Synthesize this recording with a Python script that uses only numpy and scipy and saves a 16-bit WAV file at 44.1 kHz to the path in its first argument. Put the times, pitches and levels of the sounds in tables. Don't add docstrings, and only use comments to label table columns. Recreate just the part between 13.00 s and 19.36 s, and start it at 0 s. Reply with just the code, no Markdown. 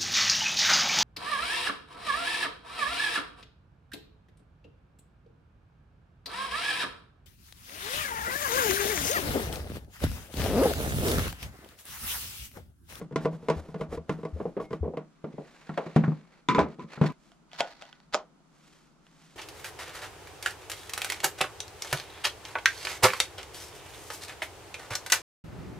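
import sys
import numpy as np
from scipy import signal
from scipy.fft import rfft, irfft, next_fast_len
from scipy.io import wavfile
from scipy.ndimage import uniform_filter1d

SR = 44100
rng = np.random.default_rng(int(sys.argv[2]) if len(sys.argv) > 2 else 0)


def bounce(signal):
    frames = np.transpose(np.atleast_2d(signal))
    limited = np.clip(frames, -1, 1)
    pcm = np.round(limited * 32767).astype(np.int16)
    wavfile.write(sys.argv[1], SR, pcm)


N = 280424

# (t/s, level/dB, hardness/dB)
BIT_CLACKS = [(.014, -42.5, 4.5), (.110, -46, -2), (.124, -46.5, 5.5), (.159, -29.5, 15.5),
              (.249, -39.5, 14), (.255, -22, 0.5), (.329, -46, -0.5), (.349, -49.5, -5), (.429, -50.5, -8),
              (.485, -26, 9), (.499, -23, 9.5), (.686, -51, 1.5), (.743, -40.5, 8.5), (.759, -41.5, 0),
              (.797, -36, -44), (.81, -34, 9.5), (.925, -39, -2), (.974, -36.5, 0), (1.094, -31.5, 14),
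              (1.116, -56, -7), (1.188, -45.5, -2), (1.232, -39.5, 2.5), (1.251, -33.5, 3), (1.601, -34, 1),
              (1.707, -40, 4), (1.73, -33, 6.5), (1.971, -33, 4.5)]
SCREW_CREAKS = [(1.359, -41, -22.5), (1.4, -32, 1), (1.454, -29, -6), (1.567, -30, 0),
                (1.828, -31.5, -13.5), (1.841, -37.5, -1.5), (1.856, -33, -13), (1.876, -32, -10),
                (1.937, -37.5, -3)]
SHAFT_BOUNCES = [(3.4866, -34.5, 16), (3.548, -31, 3), (3.591, -35.5, 10), (3.794, -45.5, -5),
                 (4.087, -46, -2)]
HANDLE_FALL = [(3.582, -17, -21)]
FINGER_TAPS = [(4.318, -68.5, 8.5), (4.516, -83.5, 28), (4.532, -60.5, 12.5), (4.562, -75, 22),
               (4.822, -51.5, 5.5), (4.853, -83, 26), (4.928, -76.5, 26), (5.139, -56.5, 20),
               (5.404, -65, -16.5), (6.067, -79, 19.5)]
# (t/s, level/dB, hardness/dB, extra thump from its weight/dB)
BENCH_BUMPS = [(2.241, -36, -6, -4), (2.338, -52, -20, 5.5), (2.381, -35.5, -15, -6.5),
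               (2.692, -44, 11.5, 9), (2.775, -25.5, -2.5, -18), (2.863, -39.5, -2.5, -1),
               (2.961, -24.5, -1.5, 9), (3.037, -41, 16.5, 14), (3.078, -38, -3, 18.5),
               (3.118, -48, 8.5, 12.5), (3.785, -48.5, -11, 4.5), (3.835, -53.5, -11, 10.5),
               (3.974, -49, 11.5, 8), (4.013, -28.5, 1, 12), (4.038, -34.5, 7.5, 1.5)]
# (t/s, rocker level/dB, contact delay/s, contact level/dB, contact hardness/dB)
SWITCH_THROWS = [(4.6045, -34, 0.00179, -27, 1), (5.1443, -27.5, 0.0068, -26.5, -5)]
ROCKS = [(0.557, -31.5), (0.881, -40.5), (0.965, -38), (1.325, -28.5), (1.803, -24), (3.602, -33.5)]
TWISTS = [(0.016, -62), (0.228, -57), (0.343, -61), (0.446, -69.5), (0.58, -55.5), (0.814, -59.5),
          (0.939, -52.5), (1.124, -58), (1.401, -67), (1.633, -61), (1.739, -62)]
# (middle t/s, half length/s, level/dB)
REGRIPS = [(0.47, 0.073, -66), (0.66, 0.078, -66), (1.178, 0.077, -68), (1.42, 0.093, -67)]
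HISS_SWELLS = [(2.56, 0.14, -69), (4.27, 0.057, -68.5), (5.71, 0.12, -65), (6.3, 0.16, -64.5)]
SLIDES = [(2.75, 0.28, -60), (2.98, 0.15, -59.5), (3.36, 0.032, -63), (3.71, 0.024, -59), (3.82, 0.02, -59),
          (3.945, 0.036, -53.5), (4.06, 0.034, -46.5)]
PLATE_RUBS = [(4.575, 0.036, -54), (4.68, 0.037, -54.5), (4.81, 0.075, -59), (4.95, 0.074, -68)]
# (t/s, f/Hz, level/dB, t60/s)
SQUEAKS = [(1.598, 1120, -33, 0.1), (1.64, 2160, -59, 0.46), (1.733, 1175, -35, 0.056)]

# (f/Hz, level/dB, t60/s)
LID_MODES = [(157.3, -1.5, 0.25), (306, -7, 0.16), (420.3, -3.5, 0.11), (456.3, 11.5, 0.06),
             (645.5, -5.5, 0.16), (981, -3.5, 0.091), (1027, 7, 0.045), (1127, -5.5, 0.13),
             (1425, -9, 0.13), (2051, 0.5, 0.035)]
BENCH_MODES = [(157.2, 7, 0.2), (217.8, 2, 0.17), (437, 0, 0.085), (545, -11, 0.13), (682, -15.5, 0.24),
               (820, -20, 0.19), (1120, -9.5, 0.16), (1383, 0.5, 0.069)]
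SHAFT_MODES = [(220, -6, 0.26), (268, -3, 0.039), (396, -3, 0.059), (478, -5.5, 0.14), (1002, 12, 0.14),
               (1248, -8, 0.38), (1436, 1.5, 0.069), (1630, -17, 0.037), (2110, -7, 0.13),
               (2530, -12.5, 0.1), (3570, 15, 0.013)]
HANDLE_MODES = [(154, -4, 0.38), (227, -10, 0.41), (303, 1, 0.13), (409, -5.5, 0.23), (493, -3.5, 0.085),
                (647, -5, 0.12), (823, -5, 0.14)]
FIRST_SWITCH_MODES = [(576, 0, 0.065), (685, 7.5, 0.11), (814, 0, 0.15), (933, -12.5, 0.133),
                      (1470, -6, 0.2), (1980, -4, 0.13), (3330, 26.5, 0.0073), (4380, -18.5, 0.12)]
SECOND_SWITCH_MODES = [(619, -2, 0.16), (677, 6, 0.081), (790, -2.5, 0.12), (1120, -5, 0.13),
                       (1254, 15, 0.036)]

# (f/Hz, level/dB)
AIR_COLOUR = [(20, -11), (50, -3), (100, -30), (160, 0), (300, -4.5), (450, -14), (1350, -14.5),
              (1750, -23.5), (7000, -33), (11000, -48), (16000, -63.5)]
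GRIND_COLOUR = [(500, 30), (2800, 8), (5200, 4.5), (7200, 1), (10000, -5.5), (13500, -10), (16000, -47)]
HISS_COLOUR = [(200, -5), (1100, -2.5), (2000, -4), (7300, -9.5), (10000, -21), (13500, -26.5),
               (16000, -56)]
SLIDE_COLOUR = [(100, -9.5), (300, 9.5), (1200, 8), (2300, 7.5), (3100, -0.5), (4300, 0), (5400, -7),
                (7200, -10.5), (8600, -18), (16000, -37)]
PLATE_COLOUR = [(400, -6.5), (820, 3), (1900, 2.5), (2700, -2.5), (4450, -0.5), (5400, -6), (7300, -14),
                (8600, -23), (16000, -37)]
CRACK = [(25, -37.5), (112, -14), (165, 9), (250, 1), (450, -2), (1000, -4.5), (2500, -12), (5000, -22.5),
         (7400, -29), (8600, -32.5), (16000, -62)]
SHAFT_CRACK = [(60, -28.5), (220, 8.5), (480, 3.5), (620, -15), (830, -16), (1020, 6.5), (1700, -9.5),
               (2300, -2.5), (3100, -13.5), (3600, -9.5), (4500, -13), (7400, -19.5), (16000, -66.5)]
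FIRST_SWITCH_CRACK = [(60, -42), (370, -14), (680, 6.5), (1150, -6.5), (1500, -4.5), (2450, -4),
                      (3250, 3.5), (3900, -6), (7200, -9), (8600, -19), (16000, -41)]
SECOND_SWITCH_CRACK = [(60, -34.5), (400, -8.5), (650, 0.5), (1250, 5.5), (1700, -2.5), (5200, -2),
                       (7200, -5.5), (8600, -21.5), (16000, -44)]

# thump, body, ring, snap (f/Hz)
BAND_EDGES = [90, 300, 850, 2500, 9000]
# (level above the body/dB, change per dB of level/dB, change per dB of hardness/dB)
LID_TONE = [(-8.5, -0.96, 0.93), (-17, -0.11, 0.8565), (-31, 0, 1)]
CREAK_TONE = [(-9.5, 0.0047, 0.092), (-20, 0, 1), (-40.5, 0.0057, 1)]
BENCH_TONE = [(-0.5, 0, 0.011), (-10.5, 0.1, 1), (-30.5, 0.82, 0.73)]
TOOL_TONE = [(0.5, 0, 0.51), (3, 0, 0.71), (-16, 0, 1)]
SWITCH_TONE = [(-20, 0, 0.55), (-6.5, 0, 1), (-10, 0, 1)]

ROOM_T60 = [(150, 0.32), (400, 0.26), (3000, 0.17), (7000, 0.14), (14000, 0.078)]
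MIC_BALANCE = [(60, 5), (200, 0.5), (1000, -0.3), (2800, -1.5), (7500, -1.5), (10000, 12), (12500, -6.5)]


def amp(db):
    return 10 ** (np.asarray(db) / 20)


def evened(x):
    return x / np.sqrt(np.mean(x ** 2) + 1e-20)


def read(points, hz):
    f, value = np.transpose(points)
    return np.interp(np.log(hz + 1), np.log(f + 1), value)


def add(mix, s, sound):
    part = mix[:, max(round(s * SR), 0):][:, :sound.shape[1]]
    part += sound[:, :part.shape[1]]


def coloured(x, points, size=4096):
    log_gain = np.log(amp(read(points, abs(np.fft.fftfreq(size, 1 / SR)))))
    taps = np.fft.ifft(np.exp(np.conj(signal.hilbert(log_gain)))).real[:size // 2]
    return signal.fftconvolve(x, taps[None], axes=1)[:, :x.shape[1]]


def noise(n, width):
    mid, side = rng.standard_normal((2, n))
    side = width * signal.lfilter([2, -1.3], [1], side)
    return evened(np.array([mid + side, mid - side]))


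def wobble(n, size):
    return evened(uniform_filter1d(rng.standard_normal(n), size))


def band_db(x, edges):
    size = 2 * next_fast_len(x.shape[1])
    power = abs(rfft(x.mean(0), size)) ** 2 * 2 / (size * x.shape[1])
    hz = np.fft.rfftfreq(size, 1 / SR)
    bands = np.array([power[(hz >= a) & (hz < b)].sum() for a, b in zip(edges, edges[1:])])
    return 10 * np.log10(bands + 1e-20)


def still_room(air_db=-63, hum_db=-69, hum_hz=157):
    air = evened(coloured(noise(N, 0.93), AIR_COLOUR))
    peak = signal.iirpeak(hum_hz, 6, fs=SR)
    hum = signal.lfilter(*peak, signal.lfilter(*peak, rng.standard_normal(N)))
    return amp(air_db) * air + amp(hum_db) * evened(hum)


def friction(strokes, colour, grain_db, grains_per_s, judder_db, width):
    t = np.arange(N) / SR
    catches = (rng.random(N) < grains_per_s / SR) * amp(3.5 * np.minimum(rng.exponential(1, N), 4))
    grains = evened(catches * rng.choice([-1, 1], N))
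    rub = coloured(noise(N, width) + amp(grain_db) * grains, colour)
    judder = amp(judder_db * wobble(N, 400))
    push = np.sqrt(sum(amp(db) ** 2 * np.exp(-((t - s) / half) ** 2) for s, half, db in strokes))
    return rub * judder * push / amp(band_db(rub, [1500, 7000]))


def thread_rasp(twist_half_s=0.022):
    strokes = [(s, twist_half_s, db) for s, db in TWISTS] + REGRIPS
    return friction(strokes, GRIND_COLOUR, grain_db=-11.5, grains_per_s=550, judder_db=1.8, width=0.16)


def room_echo(t):
    hz, when, spectrum = signal.stft(noise(len(t), 0.45), SR, nperseg=256)
    fade = amp(-60 * when / read(ROOM_T60, hz)[:, None])
    tail = signal.istft(spectrum * fade, SR, nperseg=256)[1][:, :len(t)]
    return evened(tail * (1 - np.exp(-t / 0.0062)))


def knocks(rows, tone, modes, colour, tick_s, tick_db, crack_db, crack_t60, room_db, detune,
           rise_s=0.0035, usual_db=-35):
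    out, t = np.zeros((2, N)), np.arange(SR * 2 // 5) / SR
    hz, db, t60 = np.transpose(modes)[:, :, None]
    centres = np.sqrt(np.multiply(BAND_EDGES[1:], BAND_EDGES[:-1]))
    attack = SR * 3 // 100
    for s, level_db, hardness_db, *weight_db in rows:
        shift, strength = rng.standard_normal((2, len(modes), 1))
        waves = np.sin(2 * np.pi * hz * (1 + detune * shift) * t)
        notes = (amp(db + 2 * strength - 60 * t / t60) * waves).sum(0)
        notes *= 1 - np.exp(-t / rise_s)
        tick = evened(noise(len(t), 0.31) * t * np.exp(-t / tick_s))
        crack = evened(noise(len(t), 0.28) * amp(-60 * t / crack_t60) * (1 - np.exp(-t / 0.003)))
        contact = amp(tick_db) * tick + amp(crack_db) * crack + amp(room_db) * room_echo(t)
        knock = evened(notes) + contact.std() * evened(coloured(contact, colour))
        thump, ring, snap = np.dot(tone, [1, level_db - usual_db, hardness_db])
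        wanted_db = level_db + np.array([thump + sum(weight_db), 0, ring, snap])
        gain_db = wanted_db - band_db(knock[:, :attack], BAND_EDGES)
        add(out, s, coloured(knock, np.column_stack([centres, gain_db])))
    return out


def bit_clacks():
    return knocks(BIT_CLACKS, LID_TONE, LID_MODES, CRACK, tick_s=0.00041, tick_db=-9,
                  crack_db=-5.5, crack_t60=0.03, room_db=-11.5, detune=0.012)


def rocking(hz=77, t60=0.18):
    out, t = np.zeros((2, N)), np.arange(SR // 3) / SR
    swell = (1 - np.exp(-(t / 0.014) ** 2)) * amp(-60 * t / t60)
    for s, db in ROCKS:
        cycles = hz * (1 + 0.015 * rng.standard_normal()) * t
        add(out, s, np.tile(amp(db) * swell / swell.max() * np.sin(2 * np.pi * cycles), (2, 1)))
    return out


def screw_creaks():
    damped = [(hz, db, t60 / 2) for hz, db, t60 in LID_MODES]
    return knocks(SCREW_CREAKS, CREAK_TONE, damped, CRACK, tick_s=0.00035, tick_db=-2.5,
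                  crack_db=3.5, crack_t60=0.12, room_db=-8, detune=0.04, rise_s=0.0025)


def squeaks(waver=0.0077):
    out, t = np.zeros((2, N)), np.arange(SR // 5) / SR
    for s, hz, db, t60 in SQUEAKS:
        pitch = hz * (1 + waver * wobble(len(t), 200))
        loudness = amp(db - 60 * t / t60) * (1 - np.exp(-t / 0.0011))
        add(out, s, np.tile(loudness * np.sin(2 * np.pi * np.cumsum(pitch) / SR), (2, 1)))
    return out


def bench_bumps():
    return knocks(BENCH_BUMPS, BENCH_TONE, BENCH_MODES, CRACK, tick_s=0.0012, tick_db=-3.5,
                  crack_db=-1, crack_t60=0.048, room_db=-7.5, detune=0.022)


def soft_hiss():
    return friction(HISS_SWELLS, HISS_COLOUR, grain_db=-13, grains_per_s=83, judder_db=1.67, width=0.3)


def sliding():
    return friction(SLIDES, SLIDE_COLOUR, grain_db=-15, grains_per_s=48, judder_db=3, width=0.41)


def dropped_screwdriver():
    shaft = knocks(SHAFT_BOUNCES, TOOL_TONE, SHAFT_MODES, SHAFT_CRACK, tick_s=0.00069, tick_db=-4,
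                   crack_db=-7.5, crack_t60=0.07, room_db=-4.5, detune=0.001, rise_s=0.0011)
    handle = knocks(HANDLE_FALL, TOOL_TONE, HANDLE_MODES, CRACK, tick_s=0.001, tick_db=-2,
                    crack_db=-7, crack_t60=0.06, room_db=-5.5, detune=0.0025, rise_s=0.00056)
    return shaft + handle


def switches(rocker_hardness_db=3, lowest_hz=150):
    out = np.zeros((2, N))
    first = (FIRST_SWITCH_MODES, FIRST_SWITCH_CRACK, FINGER_TAPS)
    second = (SECOND_SWITCH_MODES, SECOND_SWITCH_CRACK, [])
    for (s, db, lag_s, *contact), (modes, colour, taps) in zip(SWITCH_THROWS, (first, second)):
        rows = [(s, db, rocker_hardness_db), (s + lag_s, *contact)] + taps
        out += knocks(rows, SWITCH_TONE, modes, colour, tick_s=0.00042, tick_db=5,
                      crack_db=-3.5, crack_t60=0.035, room_db=-9, detune=0.0041, rise_s=0.00064)
    return signal.sosfilt(signal.butter(2, lowest_hz, "highpass", fs=SR, output="sos"), out)


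def plate_rubs(lead_s=0.0046, half_s=0.0067, scrape_db=-42.5, ring_db=4):
    strokes = PLATE_RUBS + [(s - lead_s, half_s, scrape_db) for s, *_ in SWITCH_THROWS]
    rub = friction(strokes, PLATE_COLOUR, grain_db=-6.5, grains_per_s=130, judder_db=3, width=0.76)
    peaks = [signal.iirpeak(hz, hz * t60 * np.pi / np.log(1000), fs=SR)
             for hz, _, t60 in FIRST_SWITCH_MODES if t60 > 0.1]
    return rub + amp(ring_db) * sum(signal.lfilter(*peak, rub) for peak in peaks)


def scene(work_ends_s=4.1225):
    work = bit_clacks() + rocking() + screw_creaks() + squeaks() + bench_bumps() + dropped_screwdriver()
    work *= np.arange(N) < work_ends_s * SR
    return still_room() + thread_rasp() + work + soft_hiss() + sliding() + switches() + plate_rubs()


def record(dry, lag_s=0.000044, max_radians=1.3, top_hz=15800):
    hz = np.fft.rfftfreq(N, 1 / SR)
    phase = max_radians * np.tanh(2 * np.pi * hz * lag_s / max_radians)
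    lean = amp(read(MIC_BALANCE, hz) / 2) * np.exp(0.5j * phase)
    mics = irfft(rfft(dry) * np.array([lean, 1 / lean]), N)
    lowpass = signal.firwin(255, top_hz, window=("kaiser", 9), fs=SR)
    return signal.oaconvolve(mics, lowpass[None], "same")


dry = scene()
out = record(dry)
bounce(out)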